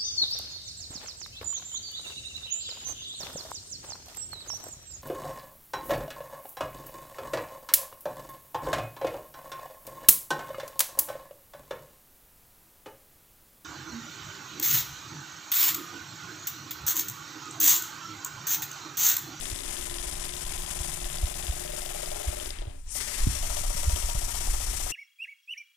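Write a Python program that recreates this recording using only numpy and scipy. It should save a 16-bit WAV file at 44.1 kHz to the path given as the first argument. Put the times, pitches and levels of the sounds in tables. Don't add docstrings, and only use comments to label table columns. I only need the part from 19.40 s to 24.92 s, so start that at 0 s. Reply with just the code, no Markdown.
import sys
import numpy as np
from scipy import signal
from scipy.fft import rfft, irfft
from scipy.io import wavfile
from scipy.ndimage import uniform_filter1d

SR = 44100
rng = np.random.default_rng(int(sys.argv[2]) if len(sys.argv) > 2 else 0)


def file_out(sig):
    cols = np.atleast_2d(sig).T
    lim = np.clip(cols, -1, 1)
    pcm = np.round(lim * 32767).astype(np.int16)
    wavfile.write(sys.argv[1], SR, pcm)


def voltage_ratio(level):
    return 10 ** (np.asarray(level, float) / 20)


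N = 243431
REVERSE_S = 3.44


def read(points, hz):
    f, value = np.transpose(points)
    return np.interp(np.log(hz + 1), np.log(f + 1), value)


def curves(rows, t):
    s, *columns = np.transpose(rows)
    return [np.interp(t, s, column) for column in columns]


def evened(x):
    return x / np.sqrt(np.mean(x ** 2) + 1e-20)


def drift(shape, size, axis=0):
    once = uniform_filter1d(rng.standard_normal(shape), size, axis)
    return evened(uniform_filter1d(once, size, axis))


def coloured(spectrum):
    gain = voltage_ratio(read(spectrum, np.fft.rfftfreq(N, 1 / SR)))
    return evened(irfft(rfft(rng.standard_normal(N)) * gain, N))


def resonance(hz, centre_hz, width_hz):
    return 1 / (1 + (2 * (hz - centre_hz) / width_hz) ** 2)


def room(x, t60):
    t = np.arange(SR // 4) / SR
    tail = rng.standard_normal(len(t)) * voltage_ratio(-60 * t / t60) * (t > .002)
    return signal.fftconvolve(x, tail / np.linalg.norm(tail))[:N]


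# pitch_hz, level_db (per Hz)
AIR_COLOUR = [(150, -19), (250, -6), (660, -1), (800, -18), (2400, -11), (4300, -14), (8970, -3),
              (9940, -9), (15000, -8)]


def still_air():
    return voltage_ratio(-63 + 3) * coloured(AIR_COLOUR)


# time_s, level_db
GRIP_LEVEL = [(0, -43), (.8, -39), (1.05, -37.5), (1.55, -40), (2, -36), (2.5, -44), (3.1, -38),
              (3.69, -43), (3.92, -30.5), (4.2, -33.5), (4.66, -32.5), (4.89, -32.5), (5.08, -31),
              (5.52, -33)]
# pitch_hz, level_db (per Hz)
GRIP_COLOUR = [(7, -20), (14, 12), (36, 4), (60, -0.5), (110, -15), (160, -20.5), (250, -53), (400, -47),
               (700, -110)]
# time_s, peak_db, pitch_hz, lean_cycles (of the swing, late or early)
GRIP_THUMPS = [(0.123, -28.5, 78, 0.64), (1.406, -28, 64, 0.32), (3.281, -27.5, 75, -0.28),
               (4.213, -34, 116, 0.09), (4.348, -31.5, 131, 0.47), (1.664, -25.5, 27, -0.14),
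               (1.839, -16.5, 52, 0.13), (2.094, -20, 53, 0.29), (2.882, -19, 56, 0.18),
               (3.195, -23, 26.4, 0.61), (3.785, -20, 20, 0.89), (3.84, -19, 34, -0.13),
               (3.884, -20, 42, 0.75), (4.6, -29, 44, 0.34), (3.871, -17, 211, -0.036),
               (3.879, -15.5, 84, -0.29), (4.285, -21, 33, 0.4), (4.482, -14, 61, 0.038),
               (4.536, -19, 54, 0.079), (4.648, -18, 39.4, 0.039), (4.766, -19, 36, 0.46),
               (4.752, -26.5, 106, -0.021), (4.862, -24.5, 26, -0.45), (5.088, -20, 36.2, 0.27),
               (5.143, -22.5, 42, -0.34), (5.278, -21.5, 42, 0.74)]


def grip():
    t = np.arange(N) / SR
    out = coloured(GRIP_COLOUR) * voltage_ratio(curves(GRIP_LEVEL, t)[0])
    for s, db, hz, lean in GRIP_THUMPS:
        first, last = max(int((s - .1) * SR), 0), int((s + .1) * SR)
        cycles = (t[first:last] - s) * hz
        swell = np.exp(-((cycles - 0.85 * lean) / 0.52) ** 2)
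        out[first:][:len(cycles)] -= voltage_ratio(db) * np.cos(2 * np.pi * cycles) * swell
    return out


# time_s, angle_turns
CRANK = [(0, -1.68), (.3438, 6), (.6036, 12), (.8584, 18), (3.019, 69), (3.111, 71), (3.25, 71.5),
         (3.52, 71.56), (3.571, 72), (3.695, 73), (3.795, 74), (3.885, 75), (3.9689, 76), (4.109, 78),
         (4.2472, 80), (4.5066, 84), (5.0164, 92), (5.539, 100)]


def crank_turns(t):
    return curves(CRANK, t)[0]


# multiple (of crank speed), level_db, loudest_s, swell_db_per_s, fade_db_per_s
SHAFT_HUM = [(6, -55, 1.57, 19, 7.5), (7, -56.5, 1.3, 9, 5), (12, -54.5, 0.3, 9, 15),
             (15, -55.5, 0.57, 13, 1.5), (18, -57, 2.9, 10, 4)]


def hum():
    t = np.arange(N) / SR
    turns = uniform_filter1d(crank_turns(t), 4000, mode="nearest")
    waver_db = 2.5
    out = np.zeros(N)
    for multiple, db, top_s, swell_db, fade_db in SHAFT_HUM:
        waver = np.interp(t, np.linspace(0, N / SR, 600), drift(600, size=4))
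        away_db = np.maximum(swell_db * (top_s - t), fade_db * (t - top_s))
        level = voltage_ratio(db + 5 + waver_db * waver - away_db)
        out += level * np.sin(2 * np.pi * round(multiple) * turns)
    return out * np.clip((3.2 - t) / 0.44, 0, 1)


# middle_s, half_length_s, pitch_hz, level_db, throb_db (per turn)
FRAME_STRAINS = [
    (3.35, .055, 267, -58, 0),
    (4.7, 0.41, 940, -54, 8),
]


def strains():
    t = np.arange(N) / SR
    throb = np.sin(2 * np.pi * crank_turns(t))
    out = np.zeros(N)
    for s, half, hz, db, throb_db in FRAME_STRAINS:
        swell = np.exp(-((t - s) / half) ** 4)
        out += voltage_ratio(db + throb_db * throb) * swell * np.sin(2 * np.pi * hz * t)
    return out


# pitch_hz, level_db (per Hz)
JET_FORWARD = [(500, -5.5), (1000, -5), (1500, -6.5), (2300, -3), (3500, -6.5), (4250, -7.5), (5400, -1.5),
               (6500, 0), (7600, 1.5), (9200, 0.5), (11200, -1.5), (12100, 2), (14500, 2.5), (15200, -7)]
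JET_BACKWARD = [(500, -3.5), (1000, -1.5), (1510, -5.5), (2030, 0), (3700, -2), (4500, -3), (5200, -5),
                (6400, -4), (8000, -2), (9400, -3), (10000, -5), (11800, -7.5), (13100, -5.5),
                (15200, -13.5)]
# pitch_hz, width_hz, level_db
PORTS_FORWARD = [(7700, 700, 1), (9330, 500, 3.5), (10300, 500, 1.5), (13300, 700, 2.5)]
PORTS_BACKWARD = [(5780, 350, 4.5), (7400, 450, 1.5), (8750, 450, 1.5), (10400, 450, 1.5), (12800, 600, 2)]
# angle_turns, width_turns, level_db (at 8 kHz)
CUTS_FORWARD = [
    (.49, .12, -7),
    (.0, .15, -1),
]
CUTS_BACKWARD = [
    (-.27, .12, -4.5),
    (.19, .1, -2.5),
]


def leak_db(t, hz):
    turns = crank_turns(t)
    seated = np.clip(1 + (t - 3.98) / .1, .35, 1)

    def one_way(jet, ports, cuts, seated):
        colour = read(jet, hz) + sum(db * resonance(hz, f, width) for f, width, db in ports)
        for angle, width, db in cuts:
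            past = ((turns - angle + .5) % 1 - .5) / width
            closed = np.exp(-np.where(past > 0, 3 * past, past) ** 2)
            colour = colour + seated * db * closed * (hz / 8000) ** .25
        return colour

    forward = one_way(JET_FORWARD, PORTS_FORWARD, CUTS_FORWARD, 1)
    backward = one_way(JET_BACKWARD, PORTS_BACKWARD, CUTS_BACKWARD, seated)
    return np.where(t < REVERSE_S, forward, backward)


# start_s, level_db
EXHAUST_PUFFS = [
    (3.55, 4.5),
    (3.602, 5.5),
    (3.68, 3),
    (3.705, 1.5),
    (3.73, 2),
    (3.76, 0),
    (3.79, 1.5),
    (3.832, 1),
    (3.849, -3.5),
    (3.872, 1.5),
]


def puffs_db(t):
    fade_s = 0.049
    return sum(db * (t > s) * np.exp(-abs(t - s) / fade_s) for s, db in EXHAUST_PUFFS)


def roar_db(t):
    coasting_db = 25 * (t - 3.034) + 130 * np.maximum(t - 3.32, 0)
    restart_db = 153 * (3.58 - t)
    stalled_db = np.maximum(np.minimum(coasting_db, restart_db), 0)
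    return np.where(t < REVERSE_S, -44, -45) - stalled_db


# time_s, level_db
PRESSURE = [(0, -36), (1.1, -36.5), (1.45, -35), (1.7, -36.5), (2.6, -37), (3.1, -38.5), (3.14, -45.5),
            (3.22, -49.5), (3.25, -49.5), (3.39, -56), (3.425, -58), (3.455, -55), (3.505, -35.5),
            (3.53, -31.5), (3.57, -28), (3.6, -32), (3.75, -30.5), (3.87, -30.5), (4.32, -29), (5.52, -29)]


def steam():
    frames, hz = N // 64 + 9, np.fft.rfftfreq(256, 1 / SR)[None]
    t = np.arange(frames)[:, None] * 64 / SR
    hiss_db = curves(PRESSURE, t)[0]
    puffs = puffs_db(t)
    surge = np.exp(-((t - 3.62) / 0.14) ** 2)
    roar = roar_db(t) - hiss_db - 5.5 * surge + puffs
    fizz_db = np.maximum(-15 + 0.66 * (hiss_db + 31), -25)
    fizz_db += 1.8 * np.clip(2.4 - t, 0, 1) * (drift((frames, 1), size=14) - 2.2)
    db = leak_db(t, hz) + hiss_db
    db += (roar + 9) * np.clip((5500 - hz) / 1500, 0, 1)
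    db += (fizz_db + 9) * np.clip((hz - 11000) / 1500, 0, 1)
    db -= 0.7 * np.maximum(-41 - hiss_db, 0) * np.clip((hz - 9700) / 400, 0, 1)
    db += puffs * (0.34 + 1.54 * resonance(hz, 1970, 290) + resonance(hz, 4740, 500))
    seeping = np.clip(np.minimum(t - 3.2, 3.66 - t) / 0.049, 0, 1)
    db += 4.5 * seeping * resonance(hz, 9300, 600)
    open_s = t - 3.47
    held_top = np.clip((hz - 6500 - 110000 * open_s) / 2500, 0, 1)
    db -= 18 * (t > REVERSE_S) * held_top * np.clip(open_s / 0.016, 0, 1)
    db += (1.1 - 0.1 * surge) * drift((frames, 1), size=5) + .7 * drift((frames, 1), size=30)
    db += 0.35 * evened(uniform_filter1d(drift((frames, 129), size=14), size=5, axis=1))
    noise = rng.standard_normal((frames, 129)) + 1j * rng.standard_normal((frames, 129))
    return voltage_ratio(-13) * signal.istft((noise * voltage_ratio(db)).T, nperseg=256, noverlap=192)[1][:N]


# time_s, knock_db, table_share_db (passed on to the table)
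LOAD = [(0, -43.5, -4), (.8, -44, -8), (1.6, -41, -33), (2.15, -40.5, -16), (2.32, -40.5, -10),
        (2.5, -40, -14), (2.8, -37.5, -19), (3.1, -39.5, -3), (3.4, -37.5, -5), (3.55, -45, -14),
        (3.62, -50.5, -7), (3.85, -53, -18), (4.05, -36, -19), (4.9, -36.5, -14), (5.1, -38.5, -10.5),
        (5.52, -38.5, -9)]


def effort(t):
    knock_db, share_db = curves(LOAD, t)
    loose_db = -21.5
    tick_db = np.where(t < 3.12, -23 - t, np.where(t < REVERSE_S, loose_db, -27))
    return tick_db, -5 + 0 * t, knock_db, knock_db + share_db


# angle_turns, tick_db, tick_brightness_db, knock_db, thud_db
FORWARD = [
    (-.46, 0, -5, -20, -16),
    (-.2, -5, -1, 0, 0),
    (-.12, -1, 2.5, -14, -20),
    (.03, -30, 0, -5, -20),
    (.2, -8, -4, -14, -20),
    (.14, -30, 0, -20, 0),
]
BACKWARD = [
    (-.17, 0, -9, 0, 0),
    (-.005, -2, -1, -8, -6),
    (.16, -12, -4, -9, -10),
    (.45, -20, -6, -18, -7),
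]
# time_s, tick_db, tick_brightness_db, knock_db, thud_db
DYING = [
    (3.187, 1, 2, -8, -8),
    (3.218, -6, -1, 0, -3),
    (3.224, -6, -1, -9, -9),
    (3.253, -11, -4, -9, -9),
    (3.27, -12, -6, -9, -9),
    (3.279, -14, -4, -10, -9),
    (3.297, -18, -6, -17, -12),
    (3.345, -30, 0, -16, -14),
]
# time_s, peak_db, brightness_db
SLAPS_FORWARD = [(0.0092, -24, -3.7), (0.0549, -21.5, -10), (0.1, -28, 6), (0.1153, -27, 1),
                 (0.1601, -25, 1), (0.2052, -27, -3), (0.2345, -27, -11), (0.2791, -27, -7),
                 (0.3232, -29.3, -5), (0.3671, -24, -8.7), (0.3817, -29, 0.1), (0.4108, -25, -10),
                 (0.454, -28, -5), (0.4969, -25, -11), (0.5408, -25, -6), (0.5838, -24.5, 0),
                 (0.6261, -28, -5), (0.7535, -27, -5.1), (0.8386, -26, -5.7), (0.8528, -25, 0),
                 (0.8913, -24, 0), (0.9372, -24.5, -3.1), (0.965, -26, -9), (1.1345, -26, -10.8),
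                 (1.1773, -26, -4), (1.2196, -25, -6.1), (1.2343, -30, 2.1), (1.2616, -26, -1),
                 (1.2764, -29, -7), (1.304, -29, -6.5), (1.3189, -28, -6.5), (1.361, -31, -8.2),
                 (1.3892, -27, -4.7), (1.4315, -26, -4.5), (1.474, -32, -2.1), (1.4884, -31, -5),
                 (1.5308, -30, -8.2), (1.6429, -24, -3.5), (1.6575, -29, -8.0), (1.6996, -25.5, -10),
                 (1.7423, -27, -13.6), (1.7701, -25, -11), (1.7841, -27, 4), (1.8564, -27, -2.8),
                 (1.9407, -26, -7.6), (2.025, -26, -7.0), (2.0393, -31.8, -5.6), (2.0673, -23, -2.9),
                 (2.0814, -28, -5.4), (2.1233, -28, -10.4), (2.2768, -26.5, -6), (2.319, -29, -3.7),
                 (2.418, -27, 2), (2.4605, -25, 0), (2.6303, -26, 1), (2.6585, -27.5, 5), (2.7157, -26, 2),
                 (2.9991, -24.5, -4), (3.0585, -27, 2), (3.1048, -23, 2.5)]
SLAPS_BACKWARD = [(4.1691, -25, -12), (4.236, -31, -11), (4.302, -34, -6.0), (4.4317, -25, -8),
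                  (4.4952, -24, -2), (4.5602, -23, -6.0), (4.6243, -26, -6.0), (4.6981, -25, -6.0),
                  (4.8144, -28, -11), (4.9419, -31.5, -6.0), (4.9519, -28, -6.0), (5.005, -31, -6.0),
                  (5.0697, -32, -9), (5.1448, -30.8, -6.0), (5.2, -35, -6.0), (5.3965, -29.7, -6.0)]


def blows():
    s, turns = np.transpose(CRANK)
    rows = []
    for k in range(-1, 72):
        rows += [(np.interp(k + angle, turns, s), *db) for angle, *db in FORWARD if k + angle < 71]
    for k in range(72, 100):
        rows += [(np.interp(k + angle, turns, s), *db) for angle, *db in BACKWARD]
    rows = np.array(rows + DYING)
    rows[:, 1:] += rng.standard_normal((len(rows), 4)) * [1.8, 3, .7, 1.2]
    rows[:, 0] += 0.0002 * rng.standard_normal(len(rows))
    rows[:, 1:] += np.transpose(effort(rows[:, 0]))
    slaps = np.array([(at + .0006, db + 2, bright_db, -90, -90)
                      for at, db, bright_db in [*SLAPS_FORWARD, *SLAPS_BACKWARD]])
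    replaced = abs(rows[:, :1] - slaps[:, 0]).min(axis=1) < .003
    rows[:, 1] += np.where(replaced, -60, -4)
    return np.vstack([rows[rows[:, 0] < N / SR], slaps])


def rings(modes, rise_s):
    t = np.arange(SR // 6) / SR
    group = 1 if rise_s > .001 else 3
    swing = np.zeros(len(t))
    for k, (hz, db, t60) in enumerate(modes):
        swing += (-1) ** (k // group) * voltage_ratio(db - 60 * t / t60) * np.sin(2 * np.pi * hz * t)
    return swing * (1 - np.exp(-t / rise_s))


# pitch_hz, level_db, t60_s
ROD_MODES = [(3505, 1.5, 0.0074), (3107, -6.5, 0.006), (3760, -3, 0.0068), (2800, -7, 0.0056),
             (1950, -16, 0.028)]
LEVER_MODES = [(4950, 0, .007), (5600, -5, .005), (7000, -12, .004), (9300, -12, .004)]
BASE_MODES = [(596, 0, 0.052), (655, -5, 0.05), (725, -2, 0.045), (810, -7, 0.06), (942, -6.5, 0.075),
              (1005, -15, 0.07), (1188, -9.5, 0.06), (1276, -12, 0.055), (1385, -11, 0.065)]
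TABLE_MODES = [(350, -1, 0.035), (430, -5.5, 0.026), (300, -8, 0.04), (496, -8, .04)]
ROD_PITCHES = (.92, 1, 1.05)
# time_s, lowest_mode_db, middle_modes_db, upper_modes_db
WARMING = [
    (0, -11, 1, 0),
    (.15, -3, -11, 0),
    (.55, -3, -1, -5),
    (.75, -3.5, -2, 0),
    (1.05, -5, -2, 0),
    (1.5, -4.5, -0.5, -5),
    (1.8, -1, -2.5, -3),
    (2.15, -5, 1, -2),
]
# time_s, lowest_mode_db, middle_modes_db, upper_modes_db
STROKES = [(2.206, -3, -4, -4), (2.248, 3, -4, -1.9), (2.29, 3, -15, -5), (2.333, 6.5, -5, -4),
           (2.375, 4.5, -6, 7), (2.417, -5, 0, 7), (2.46, 3, 0.5, -1.0), (2.502, -6, 2, 12),
           (2.545, 4, 1.7, -3), (2.587, -1, -1, 5), (2.629, 7.5, -8, 16), (2.672, 2, -1.9, 2),
           (2.714, 3.5, -1, 1), (2.756, -1, 2, 10), (2.799, 0, -1, 4), (2.841, -1, 1, 4),
           (2.883, 0, -10, -2.5), (2.926, 2.5, -1, -2.9), (2.968, -1, -10, -3), (3.011, 1, -18, 1),
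           (3.056, -2, -8, 6), (3.102, -4.5, -9, 7), (3.551, 5, 1, -1), (3.607, -12, -3, -4.0),
           (3.694, 18, 5, 3), (3.795, 6, 8, -5), (3.955, 4, -5, -10), (4.027, 0, 1.5, 1),
           (4.097, -2, -2, 4.5), (4.166, 1, -0.2, 1), (4.235, 1, -1, 2), (4.301, 0, -2.5, 2),
           (4.366, 0, -13, 2), (4.431, 0.5, -5, 4), (4.496, 0, -6, 4), (4.559, -2, -6, 3),
           (4.623, -3, -6, 0), (4.687, -2, -1, 5), (4.751, -1, -8, 4), (4.814, -6, -1.5, 0),
           (4.878, -8, -5, 2), (4.942, -6, -3.6, 1), (5.006, -7, -1.8, -1), (5.071, -5, -0.5, 2),
           (5.136, -4, -1, 4), (5.201, -4, -2, 1), (5.267, -11, -1.5, 2), (5.332, -4, 0, -1.6),
           (5.397, -5, -1, 3), (5.463, 0, 0, 3)]


def linkage():
    s, tick_db, bright_db, knock_db, thud_db = blows().T
    t = np.arange(N) / SR
    tick_work, _, knock_work, thud_work = effort(t)
    turning = np.interp(t, [3.1, 3.39, 3.42, 3.53, 3.56], [1, 1, .08, .08, 1])
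    stall_db = 35 * np.maximum(t - 2.8, 0) * (t < REVERSE_S)
    low_db, middle_db, top_db = curves(WARMING + STROKES, s)
    top_db = top_db + np.where(s < REVERSE_S, -20 + 3 * s, 1.5)

    def sing_db(at):
        return 6.5 - 6 * np.minimum(((at - 0.98) / 0.83) ** 4, 10)

    def struck(modes, rise_s, blow_db, rattle_db):
        drive = voltage_ratio(rattle_db) * turning * rng.standard_normal(N)
        np.add.at(drive, (s * SR).astype(int), voltage_ratio(blow_db))
        return signal.oaconvolve(drive, rings(modes, rise_s))[:N]

    pin = rng.choice(len(ROD_PITCHES), len(s), p=(.2, .6, .2))
    pin = np.where(s > REVERSE_S, np.maximum(pin - 1, 0), pin)
    out = np.zeros(N)
    for k, pitch in enumerate(ROD_PITCHES):
        rod = [(hz * pitch, db, t60) for hz, db, t60 in ROD_MODES]
        out += struck(rod, 0.00048, np.where(pin == k, tick_db, -90), tick_work - 51 - stall_db)
    out += struck(LEVER_MODES, .0002, tick_db + bright_db, tick_work - 50 - stall_db)
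    out += struck(BASE_MODES[:1], .004, knock_db + 12.5 + low_db, knock_work - 44)
    out += struck(BASE_MODES[1:4], .0031, knock_db + 9.5 + middle_db, knock_work - 40)
    out += struck(BASE_MODES[5:6], .003, knock_db + 11.5 + sing_db(s), knock_work - 26 + sing_db(t))
    out += struck(BASE_MODES[4:], .027, knock_db + 14 + top_db, knock_work - 37)
    out += struck(TABLE_MODES, .003, thud_db + 11.5, thud_work - 40)
    return out


# pitch_hz, level_db
FAR_SHADE = [(30, .1), (100, .4), (180, 1), (380, -1), (700, -10.5), (1290, -10), (2100, -12), (3500, -20),
             (5000, -25.5), (7000, -25), (9300, -20), (10500, -25), (14000, -24), (15000, -30)]
# pitch_hz, lag_radians
FAR_LAG = [(0, .08), (950, 4.8), (12600, 42.5), (22050, 73)]
# pitch_hz, share (0-1)
FAR_DIRECT = [(60, .995), (150, .92), (700, .94), (1100, .4), (2400, .58), (5000, .6), (9300, .62),
              (14000, .45)]


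def far_microphone(x):
    hz = np.fft.rfftfreq(N, 1 / SR)
    direct = np.clip(read(FAR_DIRECT, hz), 0, 1)
    late = np.exp(-1j * np.interp(hz, *np.transpose(FAR_LAG)))
    mixed = direct * late * rfft(x) + np.sqrt(1 - direct ** 2) * rfft(room(x, .35))
    return irfft(mixed * voltage_ratio(read(FAR_SHADE, hz)), N)


def scene():
    engine = still_air() + hum() + strains() + steam() + linkage()
    near = engine + voltage_ratio(-16) * room(engine, .15) + grip()
    return np.array([near, far_microphone(near)])


def low_pass(x):
    return signal.sosfilt(signal.butter(12, 15250, fs=SR, output="sos"), x)


def record(dry):
    edge = signal.firwin(511, 15230, window=("kaiser", 9), fs=SR)
    mix = signal.oaconvolve(dry, edge[None], "same")
    return low_pass(mix)


dry = scene()
out = record(dry)
file_out(out)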